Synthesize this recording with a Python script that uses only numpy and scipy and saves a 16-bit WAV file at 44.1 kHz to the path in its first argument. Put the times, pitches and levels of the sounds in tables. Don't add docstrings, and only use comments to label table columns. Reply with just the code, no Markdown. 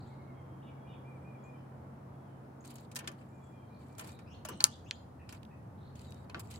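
import sys
import numpy as np
from scipy import signal
from scipy.fft import rfft, irfft, next_fast_len
from scipy.io import wavfile
from scipy.ndimage import uniform_filter1d

SR = 44100
rng = np.random.default_rng(int(sys.argv[2]) if len(sys.argv) > 2 else 0)


def file_out(sig):
    cols = np.atleast_2d(sig).T
    lim = np.clip(cols, -1, 1)
    pcm = np.round(lim * 32767).astype(np.int16)
    wavfile.write(sys.argv[1], SR, pcm)


N = 290619
TIME = np.arange(N) / SR

# start in seconds, level in dB, resonance in Hz, its Q, treble
# cutoff in Hz, travel time at 4 kHz in ms, ring against attack in dB, lag of the left side in ms.
PECKS = [(2.9638, -41, 2350, 1.2, 4500, 0.703, 26, 0.13), (2.993, -47, 2310, 2.1, 3800, 0.71, 14, 0.11),
         (3.0781, -41.5, 1700, 3, 4000, 0.7, 6, 0.12), (4.4505, -44, 640, 3.6, 1800, 0.77, 2, 0.1),
         (4.4905, -43.5, 1010, 12, 1988, 0.7, 7, 0.097), (4.6054, -28, 4380, 9.8, 8350, 0.91, -6, 0.08),
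         (4.6394, -10.5, 5660, 1.2, 12310, 2.6, -11.5, 0.062),
         (4.909, -30, 2610, 1.24, 6840, 1.67, -13.5, 0.017), (6.299, -52, 4260, 5.7, 8150, 1, -21, 0.033),
         (6.345, -37, 1410, 4.3, 4340, 0.68, -3, 0.18)]
# pitch in Hz, level in dB, time to fall 60 dB in seconds.
TRAY_MODES = [(338, -4.5, 0.13), (632, -7.5, 0.14), (865, -6.5, 0.17), (1013, -4, 0.13), (1165, -4, 0.17),
              (1357, 1, 0.1), (1478, 0, 0.088), (1622, -0.5, 0.068), (1780, -3, 0.13), (2270, -6.5, .07),
              (2450, 1, 0.047), (2695, -6, .08), (3110, -4, 0.091), (4345, -9, 0.037), (4600, -2, 0.032),
              (5530, 0.5, 0.049), (6100, -10.5, 0.041), (6700, -7, 0.056), (8700, -7, .07), (9620, -9, .08),
              (11800, -0.5, 0.07)]
# frequency in Hz, gain in dB.
SHEET_EQ = [(3500, 1.5), (4600, 6.5), (5400, -0.5), (6700, 3), (7900, -0.5), (8600, 0), (9500, 1.5),
            (10400, 4.5), (11500, -3), (13000, -3.5), (15500, -3)]
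# frequency in Hz, share of the left boost.
LEFT_SHADE = [(1000, 0.97), (3000, 0.41), (6000, 0.053), (12000, -0.57)]
# start in seconds, crunch level in dB, knock level in dB,
# treble tilt of the crunch in dB per octave.
STEPS = [(2.641, -61, -67, 0), (2.648, -49.5, -58, 2), (2.7029, -49.5, -58, 0), (2.756, -48, -65, 1),
         (2.784, -60, -64, -5), (2.915, -47.5, -60, -1.5), (2.957, -31, -53, 2), (2.962, -30, -46.5, 2.5),
         (2.9886, -36.5, -46, 0.5), (3.003, -54, -48, -11), (3.042, -54, -51.5, -14),
         (3.0743, -29.5, -46, -6), (3.1159, -53.5, -58, 2), (3.212, -70, -58, -8), (3.982, -40, -50.5, 7),
         (3.9944, -36, -44, 2), (4.009, -44, -48, 7), (4.0444, -47, -55, 3), (4.072, -47.5, -56, 5),
         (4.091, -52, -52.5, -1), (4.1896, -55, -54.5, -3), (4.4499, -34.5, -46.5, 2),
         (4.4867, -35, -46, 4), (4.603, -42.5, -37.5, 14), (4.646, -30, -46.5, 5), (4.6651, -38, -52, 1),
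         (5.2904, -42.5, -53, -5), (5.3247, -44, -48.5, 4.5), (5.346, -56, -54.5, 0),
         (5.9543, -52, -71.5, -1), (6.2964, -55, -50, -1), (6.3463, -57, -43.5, -3),
         (6.3942, -37.5, -50.5, 7), (6.509, -43.5, -57.5, 2)]
# frequency in Hz, gain in dB.
HUSK_EQ = [(300, -16), (1000, -14.5), (2500, 1.5), (4500, 0), (7500, 2.5), (10500, -2.5), (15500, -13)]
KNOCK_EQ = [(150, -15.5), (400, -3.5), (650, 1), (1000, -1), (1500, -5.5), (2200, 0), (3300, -4),
            (6000, -19.5), (15000, -48.5)]
# start in seconds, level in dB, pitch in Hz, 60 dB decay in seconds.
THUMPS = [(4.452, -51, 608, .1), (4.487, -51.5, 1019, .06), (4.488, -52.5, 484.6, .06),
          (4.508, -50, 345, 0.14), (4.523, -55.5, 900, .1), (4.544, -45.5, 185, 0.049),
          (4.556, -53.5, 291, .12), (6.349, -52, 322, .1)]
# start in seconds, level in dB, pitch in Hz.
SNAPS = [(2.657, -55, 8400), (2.677, -53, 7000), (2.709, -57, 10000), (2.742, -60, 13000),
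         (2.7565, -53.5, 7900), (2.784, -59, 5000), (2.809, -63, 12000), (2.95, -52, 7500),
         (3.884, -68, 9000), (3.927, -70, 7500), (3.952, -66, 4960), (4.119, -59, 6940),
         (4.6245, -50, 7010), (5.431, -55.5, 2960), (5.451, -60, 3000), (5.9941, -57.5, 4500),
         (6.017, -60, 7400), (6.1068, -58.5, 7500), (6.122, -53, 3500), (6.1445, -62, 5990),
         (6.4725, -64, 6000), (6.5044, -59, 7850), (6.54, -54, 5000), (6.559, -53, 4200)]
# start in seconds, length in seconds, level in dB.
SHUFFLES = [(2.642, 0.225, -62), (3.176, 0.1, -73.5), (3.785, 0.45, -74.5), (3.974, 0.19, -63),
            (5.3, 0.088, -63.5), (5.957, 0.3, -66.5), (6.392, 0.025, -52), (6.429, 0.1, -67.5),
            (6.498, 0.089, -57)]
WING_STROKES = [(2.971, 0.21, -54.5), (3.97, 0.16, -53.5), (4.484, 0.075, -49.5), (6.35, 0.051, -49.5)]
# frequency in Hz, gain in dB.
LOOSE_SEED_EQ = [(1000, 10), (3200, 2.5), (4400, 8.5), (5800, -11), (7300, 3.5), (9500, -2.5), (15000, 4)]
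FEATHER_EQ = [(60, -20.5), (180, 2.5), (350, 2), (650, -3), (1200, -7.5), (3000, -18.5), (12000, -40.5)]

# length in seconds, start, middle and end pitch in Hz, roughness
SLUR = (.068, 2260, 2150, 2110, .022)
WHISTLE = (.092, -110, 0, -130, .005)
AFTER_NOTE = (.03, 0, -70, -190, .005)
# start in seconds, end in seconds, level in dB.
SLUR_RUNS = [(0.095, .42, -77.5)]
# start in seconds, level in dB, top in Hz.
WHISTLES = [(.655, -79.5, 2335), (.84, -75.5, 2424), (1.045, -70.5, 2414), (1.238, -71, 2450),
            (1.432, -72, 2450), (3.315, -81, 2420), (3.51, -79, 2430), (3.695, -78.5, 2416),
            (3.885, -79, 2380), (4.08, -80, 2440)]
# start in seconds, level in dB.
RASPS = [(.612, -75.5), (.868, -74)]
# delay in seconds, level in dB, then a syllable as above.
RASP_NOTES = [(0.002, -3, 0.025, 2620, 3050, 3700, .015), (0.014, -6, .085, 3690, 3620, 3440, 0.018),
              (.015, -1, 0.08, 2820, 2900, 2870, 0.03), (.04, -5, .055, 3400, 3326, 3150, .03),
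              (0.054, -1, .04, 2650, 2560, 2450, 0.06)]
# start in seconds, level in dB, length in seconds, start, middle and end
# pitch in Hz, level of the octave against the note in dB.
SQUEALS = [(4.257, -72, .04, 2280, 2600, 2820, -10), (4.3, -68, 0.038, 2940, 2840, 3430, -8),
           (4.337, -70.5, .018, 3380, 4120, 4500, -26), (4.457, -64, .04, 2290, 2800, 3080, -7),
           (4.495, -64.5, .032, 3200, 2910, 3245, -2.5), (4.524, -69.5, .018, 3260, 3900, 4410, -20.5),
           (4.671, -69, .03, 2800, 3050, 3180, -9.5), (4.705, -68, 0.033, 3180, 3300, 4000, -15),
           (4.731, -70, 0.016, 3780, 4200, 5100, -24.5), (4.859, -70, 0.043, 2345, 3285, 4010, -5),
           (4.921, -68.5, 0.029, 3390, 3380, 4050, -4), (4.946, -69, 0.017, 3870, 4440, 5270, -26)]
# start in seconds, length in seconds, level in dB, middle pitch in Hz.
PIPINGS = [(0.329, 0.1, -85, 3216), (0.47, 0.091, -89, 3210), (0.781, 0.13, -85, 3300),
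           (0.876, 0.049, -84, 3620), (0.912, 0.07, -82, 3340), (1.351, 0.11, -89.5, 3340),
           (1.53, 0.088, -83, 3060), (2.094, 0.19, -93, 3320), (2.26, 0.12, -89, 3050),
           (3.4, 0.11, -85, 3360), (3.53, 0.15, -86, 3190), (4.92, .04, -72.5, 6940),
           (6.07, 0.032, -67.5, 3810)]
BUZZES = [(0, 0.027, -71, 4190), (0.074, 0.082, -83, 4200), (0.148, 0.18, -91, 4090),
          (0, 0.11, -83.5, 7400), (3.279, 0.26, -83.5, 7300), (3.643, 0.17, -84.5, 4120),
          (4.107, 0.074, -75.5, 3880), (4.512, 0.12, -71, 8430), (4.699, 0.067, -74.5, 7660),
          (4.312, .03, -76, 6770), (5.776, 0.085, -81, 3700), (5.818, 0.082, -77, 4210),
          (5.992, 0.12, -81, 7030), (6.432, 0.12, -81, 7350)]
PEEPS = [(1.075, .035, -89, 8550), (1.14, 0.051, -90, 8320), (1.215, .04, -89, 8050),
         (1.375, 0.037, -94, 5200), (1.482, .05, -91, 5200), (1.565, 0.054, -93, 5120)]
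CHIRPS = [(0.048, 0.047, -79, 3690), (1.435, 0.034, -76, 7200), (1.822, .03, -97, 4500),
          (2.44, 0.026, -90, 4900), (2.604, 0.017, -68.5, 6930), (4.843, 0.022, -76, 6500),
          (6.548, 0.0098, -59, 7330)]
# start in seconds, length in seconds, level in dB.
TWO_TONES = [(5.19, 0.035, -71.5), (5.505, .03, -72.5)]

# frequency in Hz, gain in dB.
YARD_EQ = [(100, -1.0), (4000, 2.5), (8000, -4.5), (15000, -15.0)]
TRAFFIC_EQ = [(20, -28), (45, -19), (65, -11.5), (82, 1.5), (120, -3), (160, -2.5), (250, -3), (400, -9.5),
              (850, -10.5), (1300, -18.5), (2000, -28.5), (3200, -41), (6000, -75.5), (15000, -75)]
HISS_EQ = [(500, 8.5), (4000, 6), (7000, 3), (11000, 3), (15500, -2)]
# time in seconds, rumble level in dB, tyre level in dB.
TRAFFIC_SWELL = [(0, -57, -58), (1.2, -58.5, -57.5), (3.4, -63, -60), (4.201, -55.5, -59.5),
                 (5.2, -56.5, -61), (6.5, -53.5, -59)]
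# time in seconds, level in dB.
HUM_FADER = [(0, -50), (1.4, -50), (2.6, -55.5), (3.399, -55), (5.002, -60.5), (5.499, -61), (5.9, -52),
             (6.5, -58)]
# pitch in Hz, level in dB, width in Hz.
ENGINE_TONES = [(79.2, -74, 8.9), (107.9, -64, 5), (186, -68.5, 6.3), (229, -64, 11)]
# frequency in Hz, left-right likeness (1 is mono).
AIR_LIKENESS = [(30, 0.98), (130, 0.95), (250, 0.81), (400, 0.61), (700, 0), (1200, 0), (3000, 0.037),
                (15000, 0.54)]


def pecks(rim_db=-9, rim_s=.0012, ring_floor_db=-9, shade_db=2):
    out, size = np.zeros((2, N)), 2 ** 14
    hz = np.fft.rfftfreq(size, 1 / SR) + 1
    left_gain = amp(shade_db * read(LEFT_SHADE, hz))
    lag_share = 1 / np.sqrt(1 + (hz / 7500) ** 4)
    rim_echo = 1 + amp(rim_db) * np.exp(-2j * np.pi * hz * rim_s * np.array([[1], [.8]]))
    bass_cut = hz / (hz + 700)
    for s, db, centre_hz, q, top_hz, travel_ms, ring_db, lag_ms in PECKS:
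        contact = 1 / np.sqrt(1 + (hz / top_hz) ** 8)
        body = resonance(hz, centre_hz, q)
        body /= np.sqrt(1 + (0.8 * centre_hz / hz) ** 8)
        bend = np.exp(-4j * np.pi * travel_ms / 1000 * np.sqrt(hz * 4000))
        left = left_gain * np.exp(-2j * np.pi * hz * lag_ms / 1000 * lag_share)
        wave = contact * bend * np.array([left, np.ones(len(hz))]) * amp(read(SHEET_EQ, hz))
        attack = unit(irfft(wave * (body + amp(-17) * bass_cut) * rim_echo))
        ring_tone = (abs(body) + amp(ring_floor_db)) * bass_cut
        ring = unit(irfft(wave * ring_tone * rfft(tray_ring(), size)))
        add(out, s, at_level(attack + amp(ring_db) * ring, db, window=128)[:, :SR // 4])
    return out


def tray_ring(rattle_db=8, rattle_t60=0.06, detune=.015, place_db=3.5):
    t = np.arange(SR // 4) / SR
    ring = amp(rattle_db - 60 * t / rattle_t60) * rng.standard_normal((2, len(t)))
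    for hz, db, t60 in TRAY_MODES:
        load, place = rng.uniform(-1.1, 1, 2)
        phase = rng.random() + 0.44 * rng.standard_normal((2, 1))
        mode = np.sin(2 * np.pi * (hz * (1 + detune * load) * t + phase))
        ring += amp(db + place_db * place - 60 * t / t60) * mode
    return ring


def steps(crunch_trim_db=-8, knock_trim_db=-3, rise_s=0.00037, settle_t60=0.052):
    out, t = np.zeros((2, N)), np.arange(SR // 4) / SR
    onset = 1 - np.exp(-t / rise_s)
    press = onset * amp(-60 * t / settle_t60)
    for s, crunch_db, knock_db, tilt_db in STEPS:
        crunch = husks(grains(len(t), per_s=8100, spread_db=0.92) * press, tilt_db)
        knock = colour(tray_ring(rattle_db=5.5, rattle_t60=0.13) * onset, KNOCK_EQ)
        add(out, s, at_level(crunch, crunch_db + crunch_trim_db))
        add(out, s, at_level(knock, knock_db + knock_trim_db))
    return out


def grains(n, per_s, spread_db):
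    strength = amp(spread_db * np.minimum(rng.exponential(1, n), 3))
    hits = rng.random(n) < per_s / SR
    return unit(strength * hits * rng.standard_normal((2, n)))


def husks(clicks, tilt_db=0, t60=0.0048, ring_db=-14):
    t = np.arange(SR // 50) / SR
    ring = amp(ring_db - 60 * t / t60) * rng.standard_normal((2, len(t)))
    ring[:, 0] = 1
    return colour(signal.oaconvolve(clicks, ring, axes=1)[:, :clicks.shape[1]], HUSK_EQ, tilt_db)


def thumps(rise_cycles=0.56):
    out, t = np.zeros((2, N)), np.arange(SR // 4) / SR
    for s, db, hz, t60 in THUMPS:
        envelope = (1 - np.exp(-hz * t / rise_cycles)) * amp(-60 * t / t60)
        boom = np.sin(2 * np.pi * hz * t) * envelope
        add(out, s, at_level(np.array([boom, boom]), db))
    return out


def snaps(t60=0.015, q=2.2):
    out, t = np.zeros((2, N)), np.arange(2048) / SR
    hz = np.fft.rfftfreq(len(t), 1 / SR) + 1
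    for s, db, centre_hz in SNAPS:
        burst = rng.standard_normal((2, len(t))) * amp(-60 * t / t60)
        crack = irfft(rfft(burst) * resonance(hz, centre_hz, q))
        add(out, s, at_level(crack, db, window=128))
    return out


def shuffles(trim_db=2, clump_db=3, fade_s=0.0098, sag_db=-10):
    level = np.zeros(N)
    for s, length, db in SHUFFLES:
        fades = np.clip((TIME - s) / fade_s, 0, 1) * np.clip((s + length - TIME) / fade_s, 0, 1)
        level += amp(db + sag_db * np.clip((TIME - s) / length, 0, 1)) * fades
    clumps = amp(clump_db * np.tanh(drift(N, 62)))
    trickle = husks(shell_ticks(), t60=0.073, ring_db=-20)
    return amp(trim_db) * level * unit(clumps * colour(trickle, LOOSE_SEED_EQ))


def shell_ticks(per_s=2000, sizes=24, low_hz=1940, high_hz=14900, decay_cycles=2.4):
    out, t = np.zeros((2, N)), np.arange(SR // 100) / SR
    for hz in np.linspace(low_hz, high_hz, sizes):
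        tick = unit(np.sin(2 * np.pi * hz * t) * np.exp(-hz * t / decay_cycles))
        out += signal.oaconvolve(grains(N, per_s / sizes, spread_db=0.5), tick[None], axes=1)[:, :N]
    return out


def wings():
    out = np.zeros((2, N))
    for s, length, db in WING_STROKES:
        n = int(length * SR)
        puff = unit(colour(air(SR // 2), FEATHER_EQ))[:, :n]
        add(out, s, amp(db) * puff * np.sin(np.pi * np.arange(n) / n))
    return out


def songbird(notes, trim_db=-3):
    out = np.zeros((2, N))
    for s, db, length, *pitches, rough in notes:
        progress = np.linspace(0, 1, int(length * SR))
        glide = np.polyval(np.polyfit([0, .5, 1], pitches, 2), progress)
        shake_rate = max(400, 3 * rough * pitches[1])
        hz = glide * (1 + rough * drift(len(progress), shake_rate))
        turns = np.cumsum(hz) / SR + rng.uniform(-0.042, 0.11, (2, 1))
        swell = np.sqrt(abs(np.sin(np.pi * progress)))
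        flutter = amp(100 * rough * drift(len(progress), 100))
        add(out, s, amp(db + trim_db) * unit(np.sin(2 * np.pi * turns) * swell * flutter))
    return out


def song_notes(slur_every_s=.087, after_s=.105, after_db=-2):
    for start, end, db in SLUR_RUNS:
        for s in np.arange(start, end, slur_every_s):
            yield s, db, *SLUR
    for s, db, top_hz in WHISTLES:
        for delay, note_db, (length, *bend, rough) in [(0, 0, WHISTLE), (after_s, after_db, AFTER_NOTE)]:
            yield s + delay, db + note_db, length, *(top_hz + np.array(bend)), rough
    for s, db in RASPS:
        for delay, note_db, *syllable in RASP_NOTES:
            yield s + delay, db + note_db, *syllable


def squeal_notes(rough=.045):
    for s, db, length, *pitches, octave_db in SQUEALS:
        yield s, db, length, *pitches, rough
        yield s, db + octave_db, length, *(2 * np.array(pitches)), rough


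def chatter_notes(sag_per_s=0.19, two_tone_hz=(1850, 2570), chirp_rise_hz=1200):
    for s, length, db, hz in PIPINGS:
        sag = hz * sag_per_s * length / 2
        yield s, db, length, hz + sag, hz, hz - sag, .013
    for s, length, db, hz in BUZZES:
        yield s, db, length, hz, hz, hz, .07
    for s, length, db in TWO_TONES:
        for hz in two_tone_hz:
            yield s, db, length, hz, hz, hz, .045
    for s, length, db, hz in PEEPS:
        yield s, db, length, hz, hz, hz, .012
    for s, length, db, hz in CHIRPS:
        yield s, db, length, hz - chirp_rise_hz / 2, hz, hz + chirp_rise_hz / 2, .038


def yard_echoes(send, t60, predelay_s=0.014, per_s=2000):
    t = np.arange(SR) / SR
    taps = rng.standard_normal((2, SR)) * (rng.random((2, SR)) < per_s / SR)
    taps = colour(taps * (t > predelay_s) * amp(-60 * t / t60), YARD_EQ)
    return signal.fftconvolve(send, taps / np.linalg.norm(taps[0]), axes=1)[:, :N]


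def traffic(split_hz=150, tyre_trim_db=1):
    s, rumble_db, tyre_db = np.transpose(TRAFFIC_SWELL)
    noise = colour(air(N), TRAFFIC_EQ)
    def filtered(hz, kind):
        return signal.sosfiltfilt(signal.butter(3, hz, kind, fs=SR, output="sos"), noise)
    low = filtered(split_hz, "low")
    rumble = low / filtered([42, 130], "band").std()
    tyres = (noise - low) / filtered([350, 1900], "band").std()
    rumble *= amp(np.interp(TIME, s, rumble_db))
    tyres *= amp(np.interp(TIME, s, tyre_db) + tyre_trim_db)
    return rumble + tyres


def machine_hum(hz=133, trim_db=-1.5, waver=0.013, throb_db=1.5):
    s, db = np.transpose(HUM_FADER)
    turns = np.cumsum(hz * (1 + waver * drift(N, 12.3))) / SR
    level = amp(np.interp(TIME, s, db) + trim_db + throb_db * drift(N, 26))
    out = unit(np.sin(2 * np.pi * turns)) * level
    for tone_hz, tone_db, width_hz in ENGINE_TONES:
        angle = 2 * np.pi * tone_hz * TIME
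        out += amp(tone_db) * unit(drift(N, width_hz) * np.cos(angle) + drift(N, width_hz) * np.sin(angle))
    return out


def hiss(db=-77):
    return amp(db) * unit(colour(rng.standard_normal((2, N)), HISS_EQ))


def air(n):
    size = next_fast_len(n)
    mid, side = rfft(rng.standard_normal((2, size)))
    likeness = read(AIR_LIKENESS, np.fft.rfftfreq(size, 1 / SR))
    mid, side = mid * np.sqrt(1 + likeness), side * np.sqrt(1 - likeness)
    return irfft(np.array([mid + side, mid - side]), size)[:, :n]


def drift(n, rate):
    hz = np.fft.rfftfreq(8 * SR, 1 / SR)[:12000]
    spectrum = rng.standard_normal((len(hz), 2)) @ [1, 1j]
    wobble = unit(irfft(spectrum * np.exp(-(hz / rate) ** 2)))
    return np.interp(np.arange(n) / SR, np.arange(len(wobble)) / len(wobble) / hz[1], wobble)


def resonance(hz, centre_hz, q):
    return 1 / (1 + 1j * q * (hz / centre_hz - centre_hz / hz))


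def colour(x, eq, tilt_db=0):
    size = next_fast_len(x.shape[-1] + 512)
    hz = np.fft.rfftfreq(size, 1 / SR)
    octaves = np.log2(np.maximum(hz, 3000) / 3000)
    return irfft(rfft(x, size) * amp(read(eq, hz) + tilt_db * octaves), size)[..., :x.shape[-1]]


def read(curve, hz):
    points_hz, values = np.transpose(curve)
    return np.interp(np.log(hz + 1), np.log(points_hz + 1), values)


def at_level(x, db, window=256):
    power = uniform_filter1d((x ** 2).mean(0), window, mode="constant")
    return amp(db) * x / np.sqrt(power.max() + 1e-20)


def amp(db):
    return 10 ** (np.asarray(db) / 20)


def unit(x):
    return x / np.sqrt(np.mean(x ** 2) + 1e-20)


def add(mix, s, sound):
    part = mix[:, max(round(s * SR), 0):][:, :sound.shape[1]]
    part += sound[:, :part.shape[1]]


def scene():
    feeder = pecks() + steps() + thumps() + snaps() + shuffles() + wings()
    singers, others, squealer = songbird(song_notes()), songbird(chatter_notes()), songbird(squeal_notes())
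    birds = amp(6) * singers + amp(2.5) * (others + squealer)
    echoes = yard_echoes(amp(-34.5) * feeder + amp(-4) * singers + amp(-0.5) * others, t60=0.42)
    echoes += yard_echoes(amp(3.5) * squealer, t60=0.36, predelay_s=0.0027)
    return feeder + birds + echoes + traffic() + hiss() + machine_hum()


def record(dry):
    low_pass = signal.firwin(511, cutoff=15950, window=("kaiser", 9), fs=SR)
    return signal.oaconvolve(dry, low_pass[None], "same")


dry = scene()
out = record(dry)
file_out(out)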